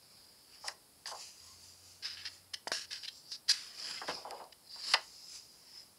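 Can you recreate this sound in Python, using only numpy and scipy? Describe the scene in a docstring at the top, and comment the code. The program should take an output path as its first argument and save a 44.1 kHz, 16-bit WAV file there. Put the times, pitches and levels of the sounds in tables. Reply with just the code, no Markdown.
"""Faint room air and a soft gliding hiss come first; then flutters, scrapes, knocks and slaps of paper.
The pages of a picture book are turned on a wooden table in a quiet room, close to a phone's microphone.
Stick-slip friction gives the hiss and scrapes, dispersive bending waves the buckling and slapping sheet,
damped modes the knocks, and short random grains the catches. The book colours the friction and the sheet,
the table reflects the contacts, and the room adds a short tail."""
import sys
import numpy as np
from scipy import signal
from scipy.fft import rfft, irfft
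from scipy.io import wavfile
from scipy.ndimage import uniform_filter1d, map_coordinates

SR = 44100
rng = np.random.default_rng(int(sys.argv[2]) if len(sys.argv) > 2 else 0)


def transcribe(u):
    """Save the signal u as a 16-bit wav file named by the first command-line argument.

    u: samples, shape (n,) or (channels, n), limited to [-1, 1]; the rate is SR.
    q: integer samples, one column per channel.
    """
    v = np.clip(np.atleast_2d(u).T, -1, 1)
    q = np.round(v * 32767).astype(np.int16)
    wavfile.write(sys.argv[1], SR, q)


N = 264114
TIME = np.arange(N) / SR  # s
FREQ = np.maximum(np.arange(N // 2 + 1) * SR / N, 1)  # Hz

# spectrum of the quiet background: [f/Hz, level/dB]
QUIET_SPECTRUM = [(20, -36), (50, -3), (90, -2.5), (420, -6), (900, -7.5), (1800, -14.5), (3700, -14),
                  (5000, -4.5), (6000, -16), (10600, -7.5), (13500, -16.5)]
QUIET_DB = -63.5
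# a faint low hum swells and fades, before its random wavering: [t/s, f/Hz, level/dB]
HUM_COURSE = [(1.36, 85, -89), (1.43, 83.5, -72.5), (1.9, 90.4, -68.5), (3.3, 91.2, -89)]
# resonances of the open book: [f/Hz, width/Hz, lift/dB]
BOOK_RESONANCES = [(897, 370, 4.5), (1102, 260, 2), (1635, 110, 4), (2040, 470, 6), (2980, 130, 5)]

# spectrum of gliding paper: [f/Hz, level/dB]
GLIDE_SPECTRUM = [(50, -30), (330, -15.5), (650, -18.5), (1200, -12.5), (4000, -8), (4900, 4), (6000, -14),
                  (7300, -7), (8600, -18.5), (10800, -11.5), (11900, -32.5)]
# a sheet slides over its neighbour, swelling and dying away:
# [peak t/s, hiss level/dB, rise/s, fall/s, body re hiss/dB, hiss pitch f/Hz]
SHEET_SLIDES = [(0.13, -61.5, 0.32, 1, -12, 4840), (0.535, -58, 0.06, .15, -9.5, 4947),
                (0.678, -46, .08, 0.036, -16, 5150), (2.278, -56.5, 0.37, 0.21, -7, 4910),
                (2.971, -49.5, 0.12, 0.22, -15, 4990), (3.345, -49, .12, .028, -18.5, 4700),
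                (3.639, -51.5, .14, 0.27, -7.5, 4860), (3.9, -46, 0.19, 0.2, -1.5, 4910),
                (4.149, -48, 0.15, 0.12, -9, 5144), (4.388, -62, 0.66, .11, -1.5, 4853),
                (4.735, -48, .075, .17, -26, 4760), (4.915, -35.5, 0.16, 0.06, -12.5, 4880),
                (5.22, -55, 0.34, 0.51, -25, 5024), (5.791, -54, .26, 0.094, -12, 5080)]
SLIDE_AIR_DB, SLIDE_HZ = -7, 4847  # air re the mean of hiss and body; the band's pitch at rest
# a hand strokes the page flat or moves to its corner: [peak t/s, hiss level/dB, rise/s, fall/s]
HAND_STROKES = [(0.68, -47.5, 0.056, 0.055), (1.22, -49, 0.16, 0.17), (1.48, -56.5, 0.29, 0.26),
                (1.66, -57.5, 0.15, 0.27), (1.89, -57.5, .16, 0.19), (2.35, -59, .15, 0.075),
                (3.86, -52.5, 0.21, 0.3), (4.925, -49, 0.069, 0.056), (5.03, -58.5, 0.11, 1),
                (5.357, -49, 0.13, 0.079)]
STROKE_BODY_DB, STROKE_AIR_DB = -14.5, -6.5  # re hiss
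STROKE_SPREAD = 0.53  # share of a stroke's power in the wide band
PAGE_HZ, PAGE_Q, PAGE_DB = 2720, 4.4, -16.5  # the page under the hand rings faintly; level re hiss
SWELL_DB, SWELL_ROUNDING = 19.5, 1.2  # gained over the rise, lost over the fall; 1 = a pointed top

# a fingertip rubs one spot of the page, which rings:
# [peak t/s, level/dB, rise and fall/s, resonance f/Hz, width/Hz]
SPOT_RUBS = [(.537, -64.5, .045, 2700, 700), (1.24, -63, .16, 2680, 650), (1.49, -67, 0.1, 1075, 130),
             (3.05, -46.5, 0.019, 3200, 1500), (3.084, -37.5, .011, 3550, 1300),
             (3.17, -56, .1, 5000, 1500), (3.175, -64.5, .11, 7470, 450), (3.33, -49, .06, 5350, 900),
             (3.88, -62, .2, 560, 650)]

# spectrum of the bending sheet: [f/Hz, level/dB]
SHEET_SPECTRUM = [(150, -9.5), (600, 0.5), (1850, -2.5), (2550, -8), (3600, -10), (5000, 10), (6300, -16.5),
                  (10800, -0.5), (14000, -29.5)]
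# the slack sheet buckles or settles: [t/s, level/dB, ring time/s, thin below f/Hz]
SLACK_FLAPS = [(.634, -46, 0.042, 1400), (.682, -47.5, 0.024, 1100), (1.075, -49.5, 0.032, 890),
               (1.108, -42, 0.04, 950), (4.012, -39.5, 0.024, 260), (4.08, -32.5, 0.024, 119.5),
               (4.159, -49, 0.042, 400), (4.243, -41.5, 0.041, 350), (4.304, -41, 0.041, 460),
               (4.393, -44.5, 0.038, 497), (4.754, -55.5, 0.028, 608), (4.943, -33, 0.023, 780)]
FLAP_CROSSINGS = 8.4  # times a 1 kHz wave crosses the bend within its ring time
FLAP_CYCLES = 40.3  # a wider bend rings longer and duller: cycles of its top frequency within the ring time
# a taut edge snaps or the sheet slaps down:
# [t/s, level/dB, travel time of a 1 kHz wave/s, ring time/s, thin below f/Hz, dull above f/Hz]
TAUT_SNAPS = [(0.679, -31.5, 0.0059, 0.009, 1000, 10000), (1.0574, -36.5, 0.0002, 0.006, 700, 5500),
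              (2.6713, -34, 0.00042, 0.0046, 900, 2200), (2.718, -26.5, 0.00014, 0.004, 900, 8000),
              (4.3087, -38.5, 0.00011, 0.004, 2500, 10000), (4.934, -29, 0.004, 0.007, 1300, 10500),
              (4.9355, -20.5, 0.0035, 0.013, 900, 5800)]

# spectrum of a scraped edge: [f/Hz, level/dB]
SCRAPE_SPECTRUM = [(180, -44.5), (300, -23.5), (1020, -23), (1730, -5), (2320, -13.5), (2610, -6.5),
                   (3810, -7), (4960, -2), (6460, -13.5), (10800, -19), (15500, -50)]
# fingertips and page edges scraping:
# [t/s, length/s, initial hiss level/dB, body re hiss/dB, air re hiss/dB, edge resonance f/Hz]
EDGE_SCRAPES = [ (1.06, 0.063, -45.5, -2.5, 0, 5000), (2.022, 0.02, -46.5, -1, -13, 5030),
                (2.042, 0.12, -41, -1, -12.5, 5200), (2.166, 0.11, -49.5, -2, -16, 2775),
                (2.247, 0.037, -42.5, -1, -16, 4840), (2.534, 0.011, -38.5, 0.5, -5.5, 5300),
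                (2.672, 0.0077, -39, -3.5, -0.5, 5400), (2.715, 0.14, -39, -0.5, -3.5, 5340),
                (2.905, 0.075, -43.5, -1, -8.5, 4860), (3.028, 0.031, -45, -8.5, -13, 2930),
                (3.076, 0.011, -40, -6, -11, 3900), (3.314, 0.048, -43, -12.5, -10, 4700),
                (3.478, 0.025, -43, -2.5, -12, 4130), (3.522, 0.18, -45, 1.5, -2, 4660),
                (3.968, 0.019, -50.5, 4, -14.5, 2400), (4.073, 0.046, -44.5, 0.5, -8, 2400),
                (4.521, 0.0075, -51.5, -6, -13.5, 2350), (4.935, 0.0069, -27, 6, -8, 3100)]
SCRAPE_FADE_DB_PER_S = 112.5  # the pressure eases as a stroke goes on

# a fingertip knocks on the stack of pages: [t/s, level/dB, share of the full ring time]
FINGER_KNOCKS = [(2.672, -25.5, 1), (2.7178, -21, .75)]
# modes of the stack: [f/Hz, level/dB, full t60/s]
STACK_MODES = [(700, -1, 0.011), (1720, -4, 0.011)]

# the flexing sheet crackles: [t/s, level/dB]
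FIBRE_CRACKLES = [(2.93, -36), (3.318, -39), (3.8, -38), (3.912, -37), (4.441, -51.5)]

# the corner slips from under the fingertip: it lets go at SLIP_S, after a build-up and a moment at full force
SLIP_S, SLIP_BUILD_S, SLIP_HOLD_S, SLIP_RELEASE_S = 3.519, 0.0078, 0.025, 0.0026
SLIP_DB, SLIP_BODY_DB, SLIP_AIR_DB, SLIP_EDGE_HZ = -27, -7.5, -6, 4500

# the lifted sheet drags over the next in small, uneven catches: [peak t/s, level/dB, rise/s, fall/s]
CATCHING_DRAGS = [(3.81, -44, .075, .25), (4.14, -48, 0.13, .1)]
CATCHES_PER_S, CATCH_HZ, CATCH_SPREAD_OCTAVES = 1500, 4905, .09
CATCH_RING_S, CATCH_SCATTER_DB = 0.0012, 2.5

TOP_HZ = 15650  # upper limit of the phone


def undb(db):
    """Level law: decibels to amplitude gain."""
    return 10 ** (np.asarray(db) / 20)


def unit(x):
    """Normalisation: scale to rms 1."""
    return x / np.sqrt(np.mean(x ** 2))


def curves(table):
    """Linear interpolation: the columns of a table joined by straight lines in time."""
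    s, *columns = np.transpose(table)
    return [np.interp(TIME, s, c) for c in columns]


def gains(points, f):
    """Spectral interpolation: dB against log frequency, as gain at the frequencies f."""
    hz, db = np.transpose(points)
    return undb(np.interp(np.log(f), np.log(hz), db))


def book(f):
    """Resonance: gain of the book's summed bell-shaped lifts at the frequencies f."""
    return undb(sum(db / (1 + (2 * (f - hz) / width) ** 2) for hz, width, db in BOOK_RESONANCES))


def colour(x, gain):
    """Minimum phase: a causal filter with the given gain in each bin, by folding the cepstrum."""
    cepstrum = irfft(np.log(gain + 1e-7), len(x))
    cepstrum[1:len(x) // 2] *= 2
    cepstrum[len(x) // 2 + 1:] = 0
    return irfft(rfft(x) * np.exp(rfft(cepstrum)), len(x))


def walk(rate):
    """Smoothed random steps, at the given rate per second: a wavering of rms 1."""
    k = max(int(SR / rate), 1)
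    steps = np.repeat(rng.standard_normal(N // k + 1), k)[:N]
    return unit(uniform_filter1d(steps, k))


def swell(peak_s, db, rise_s, fall_s):
    """Contact speed as level: gain of a contact that speeds up to a peak and slows again."""
    distance = np.maximum((peak_s - TIME) / rise_s, (TIME - peak_s) / fall_s)
    return undb(db - SWELL_DB * distance ** SWELL_ROUNDING)


def friction(gain, slips_per_s, scatter_db, grip_db, grip_rate):
    """Stick-slip: fibres slip in tiny clicks, bunched by the changing grip; returns body, hiss and air bands."""
    size = undb(scatter_db * np.minimum(rng.exponential(size=N), 4))
    clicks = (rng.random(N) < slips_per_s / SR) * rng.choice([-1, 1], N)
    slips = clicks * size * undb(grip_db * walk(grip_rate))
    spectrum = rfft(colour(slips, gain))
    body = 1 / (1 + (FREQ / 3800) ** 12)
    air = 1 / (1 + (5800 / FREQ) ** 20)
    return np.array([unit(irfft(spectrum * share, N)) for share in (body, 1 - body - air, air)])


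def table_echo(x, lag_s=.0012, spread=.7, strength=0.34):
    """Comb interference: the table mirrors a stroke from a random distance, which ripples its colour."""
    lag = int(SR * lag_s * np.exp(spread * rng.uniform(-1.01, 1)))
    return x + strength * np.pad(x, (lag, 0))[:len(x)]


def shifting(x, hold_s=.13):
    """Changing interference: each moment has its own pair of reflections, fading into the next."""
    hop = int(hold_s * SR)
    padded = np.pad(x, (hop, 2 * hop))
    out = np.zeros(len(padded))
    for i in range(0, N + hop, hop):
        moment = padded[i:i + 2 * hop] * np.hanning(2 * hop)
        out[i:i + 2 * hop] += table_echo(table_echo(moment))
    return unit(out[hop:hop + N])


def bent_edge(rub, edge_hz, edge_q=4.2, edge_gain=0.99):
    """Forced resonance: rubbing rings the bent edge just above the table; the energy is kept."""
    edge = signal.lfilter(*signal.iirpeak(edge_hz, edge_q, fs=SR), rub)
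    out = table_echo(rub + edge_gain * edge)
    return out * np.sqrt(np.sum(rub ** 2) / np.sum(out ** 2))


def background():
    """Stationary noise and a wavering tone: steady room air and microphone hiss, with the low hum."""
    air = unit(colour(rng.standard_normal(N), gains(QUIET_SPECTRUM, FREQ)))
    hz, db = curves(HUM_COURSE)
    phase = 2 * np.pi * np.cumsum(hz * (1 + 0.0082 * walk(5.4))) / SR
    hum = unit(np.sin(phase))
    return undb(QUIET_DB) * air + undb(db + 2.24 * walk(11)) * hum


def glide():
    """Light stick-slip over a broad contact: a fine, grainy hiss that barely stirs the book's resonances."""
    slide_powers = np.array([swell(*row[:4]) for row in SHEET_SLIDES]) ** 2 + 1e-18
    body_db, hz = np.transpose(SHEET_SLIDES)[4:]
    sheet = np.sqrt(slide_powers.sum(0))
    sheet_body = np.sqrt(undb(body_db) ** 2 @ slide_powers)
    skin = np.sqrt(sum(swell(*row) ** 2 for row in HAND_STROKES))

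    gain = gains(GLIDE_SPECTRUM, FREQ) * np.sqrt(book(FREQ))
    bands = friction(gain, slips_per_s=8000, scatter_db=2.0, grip_db=1.38, grip_rate=200)
    body, hiss, air = map(shifting, bands)
    # paper on paper sings in a narrow band; reading it faster or slower sets its power-weighted pitch
    read_at = np.cumsum(hz @ slide_powers / sheet ** 2 / SLIDE_HZ)
    hiss = map_coordinates(hiss, [read_at], mode="mirror")
    # skin, the airier contact, spreads that band wide
    wide_filter = signal.butter(2, [4400, 7000], "band", fs=SR)
    wide = shifting(signal.lfilter(*wide_filter, rng.standard_normal(N)))
    page = unit(signal.lfilter(*signal.iirpeak(PAGE_HZ, PAGE_Q, fs=SR), rng.standard_normal(N)))

    hiss_gain = np.hypot(sheet, skin * np.sqrt(1 - STROKE_SPREAD))
    body_gain = np.hypot(sheet_body, skin * undb(STROKE_BODY_DB))
    air_gain = np.hypot(np.sqrt(sheet * sheet_body) * undb(SLIDE_AIR_DB), skin * undb(STROKE_AIR_DB))
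    skin_sound = skin * (np.sqrt(STROKE_SPREAD) * wide + undb(PAGE_DB) * page)
    return hiss_gain * hiss + skin_sound + body_gain * body + air_gain * air


def rubs():
    """Noise-driven resonance: skin drags on the page and each spot answers with its own pitch."""
    out = np.zeros(N)
    for peak_s, db, length, hz, width in SPOT_RUBS:
        spot = signal.butter(2, [hz - width / 2, hz + width / 2], "band", fs=SR, output="sos")
        ringing = unit(signal.sosfilt(spot, rng.standard_normal(N)))
        out += swell(peak_s, db, length, length) * ringing
    return out


def flaps(steepness=4.45, onset=0.04, damping=1.19, size=16384):
    """Dispersion: bending waves bounce between the edges at a speed growing as root f, so lows come late."""
    out = np.zeros(N + size)
    t = np.arange(size) / SR
    f = np.maximum(np.arange(size // 2 + 1) * SR / size, 1)
    slack = [(s, db, ring / FLAP_CROSSINGS, ring, thin_hz, FLAP_CYCLES / ring)
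             for s, db, ring, thin_hz in SLACK_FLAPS]
    # reading the echoes on a square-root frequency axis delays each by sqrt(1 kHz / f)
    warped_bins = (2 * np.sqrt(1000 * f) * 8 * size / SR).astype(int)
    for start, db, travel, ring, thin_hz, dull_hz in TAUT_SNAPS + slack:
        age = np.maximum(t - travel, 0) / ring
        bounces = rng.standard_normal(size) * np.minimum(age / onset, 1) * np.exp(-age ** damping)
        waves = rfft(bounces, 8 * size)[warped_bins]
        # a small patch radiates no bass, a gentle bend no treble
        radiated = 1 / np.sqrt((1 + (thin_hz / f) ** 4) * (1 + (f / dull_hz) ** (2 * steepness)))
        flap = colour(irfft(waves), gains(SHEET_SPECTRUM, f) * book(f) * radiated)
        i = int(start * SR)
        out[i:i + size] += flap * undb(db) * np.sqrt(ring * SR / 2 / np.sum(flap ** 2))
    return out[:N]


def scrapes(bands, rise_s=0.0072, release_s=0.0035):
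    """Coarse stick-slip: an edge or fingertip drags in short strokes that ring the bent edge until release."""
    out = np.zeros(N)
    for start, length, db, body_db, air_db, edge_hz in EDGE_SCRAPES:
        t = np.arange(int((length + 10 * release_s) * SR)) / SR
        stroke = np.minimum(t / rise_s, 1) * np.exp(-np.maximum(t - length, 0) / release_s)
        span = slice(int(start * SR), int(start * SR) + len(t))
        mix = undb([body_db, 0, air_db]) @ bands[:, span]
        rub = mix * stroke * undb(db - SCRAPE_FADE_DB_PER_S * t)
        out[span] += bent_edge(rub, edge_hz)
    return out


def knocks(thin_hz=290):
    """Damped modes: the stack answers with a short, dead thud; a finger that stays down damps it further."""
    out = np.zeros(N)
    t = TIME[:SR // 4]
    for start, level_db, ring in FINGER_KNOCKS:
        i = int(start * SR)
        for hz, db, t60 in STACK_MODES:
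            decay = np.exp(-np.log(1000) * t / (t60 * ring))
            out[i:i + len(t)] += undb(level_db + db) * decay * np.sin(2 * np.pi * hz * t)
    return signal.sosfilt(signal.butter(2, thin_hz, "high", fs=SR, output="sos"), out)


def crackles(bands, decay_s=0.0028, body_db=-13, air_db=-14):
    """Sudden yielding: a few fibres give way at once in a tiny burst of slips that dies straight away."""
    burst = sum(undb(db) * (TIME >= s) * np.exp(-np.abs(TIME - s) / decay_s) for s, db in FIBRE_CRACKLES)
    return undb([body_db, 0, air_db]) @ bands * burst


def slip(bands):
    """Friction and release: the corner's drag grows under the fingertip, rasps at full force and springs free."""
    early = np.maximum(SLIP_S - SLIP_HOLD_S - TIME, 0) / SLIP_BUILD_S
    release = np.exp(-np.maximum(TIME - SLIP_S, 0) / SLIP_RELEASE_S)
    force = undb(SLIP_DB - SWELL_DB * early) * release
    rasp = undb([SLIP_BODY_DB, 0, SLIP_AIR_DB]) @ bands * force
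    return bent_edge(rasp + 1e-18, SLIP_EDGE_HZ)


def catches():
    """Random impulses: the edge catches and lets go; every catch is a grain with its own pitch and size."""
    t = TIME[:SR // 100]
    grains = np.zeros(N + len(t))
    envelope = t * np.exp(-t / CATCH_RING_S * 2)
    starts = np.flatnonzero(rng.random(N) < CATCHES_PER_S / SR)
    for i, (pitch, size) in zip(starts, rng.standard_normal((N, 2))[starts]):
        hz = CATCH_HZ * 2 ** (CATCH_SPREAD_OCTAVES * pitch)
        grains[i:i + len(t)] += undb(CATCH_SCATTER_DB * size) * envelope * np.sin(2 * np.pi * hz * t)
    return unit(grains[:N]) * sum(swell(*row) for row in CATCHING_DRAGS)


def room(x, t60_s=0.22, wet_db=-18, dull_hz=6000, gap_s=0.01):
    """Reverberation: exponentially decaying noise as the short, soft tail of the furnished room."""
    tail = rng.standard_normal(N) * (TIME > gap_s) * np.exp(-np.log(1000) * TIME / t60_s)
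    tail = colour(tail, 1 / np.sqrt(1 + (FREQ / dull_hz) ** 2))[:SR]
    return undb(wet_db) * signal.fftconvolve(x, tail / np.sqrt(np.sum(tail ** 2)))[:N]


def scene():
    """Superposition: all the paper sounds, their room tail and the background."""
    coarse_gain = gains(SCRAPE_SPECTRUM, FREQ) * book(FREQ)
    coarse = friction(coarse_gain, slips_per_s=4500, scatter_db=1.8, grip_db=-1.0, grip_rate=1000)
    paper = glide() + rubs() + flaps() + scrapes(coarse) + knocks()
    paper += crackles(coarse) + slip(coarse) + catches()
    return (paper + room(paper) + background())[None]


def record(dry):
    """Band limiting: the phone cuts the top with a steep elliptic low-pass."""
    return signal.sosfilt(signal.ellip(10, .2, 70, TOP_HZ, fs=SR, output="sos"), dry)


dry = scene()
out = record(dry)
transcribe(out)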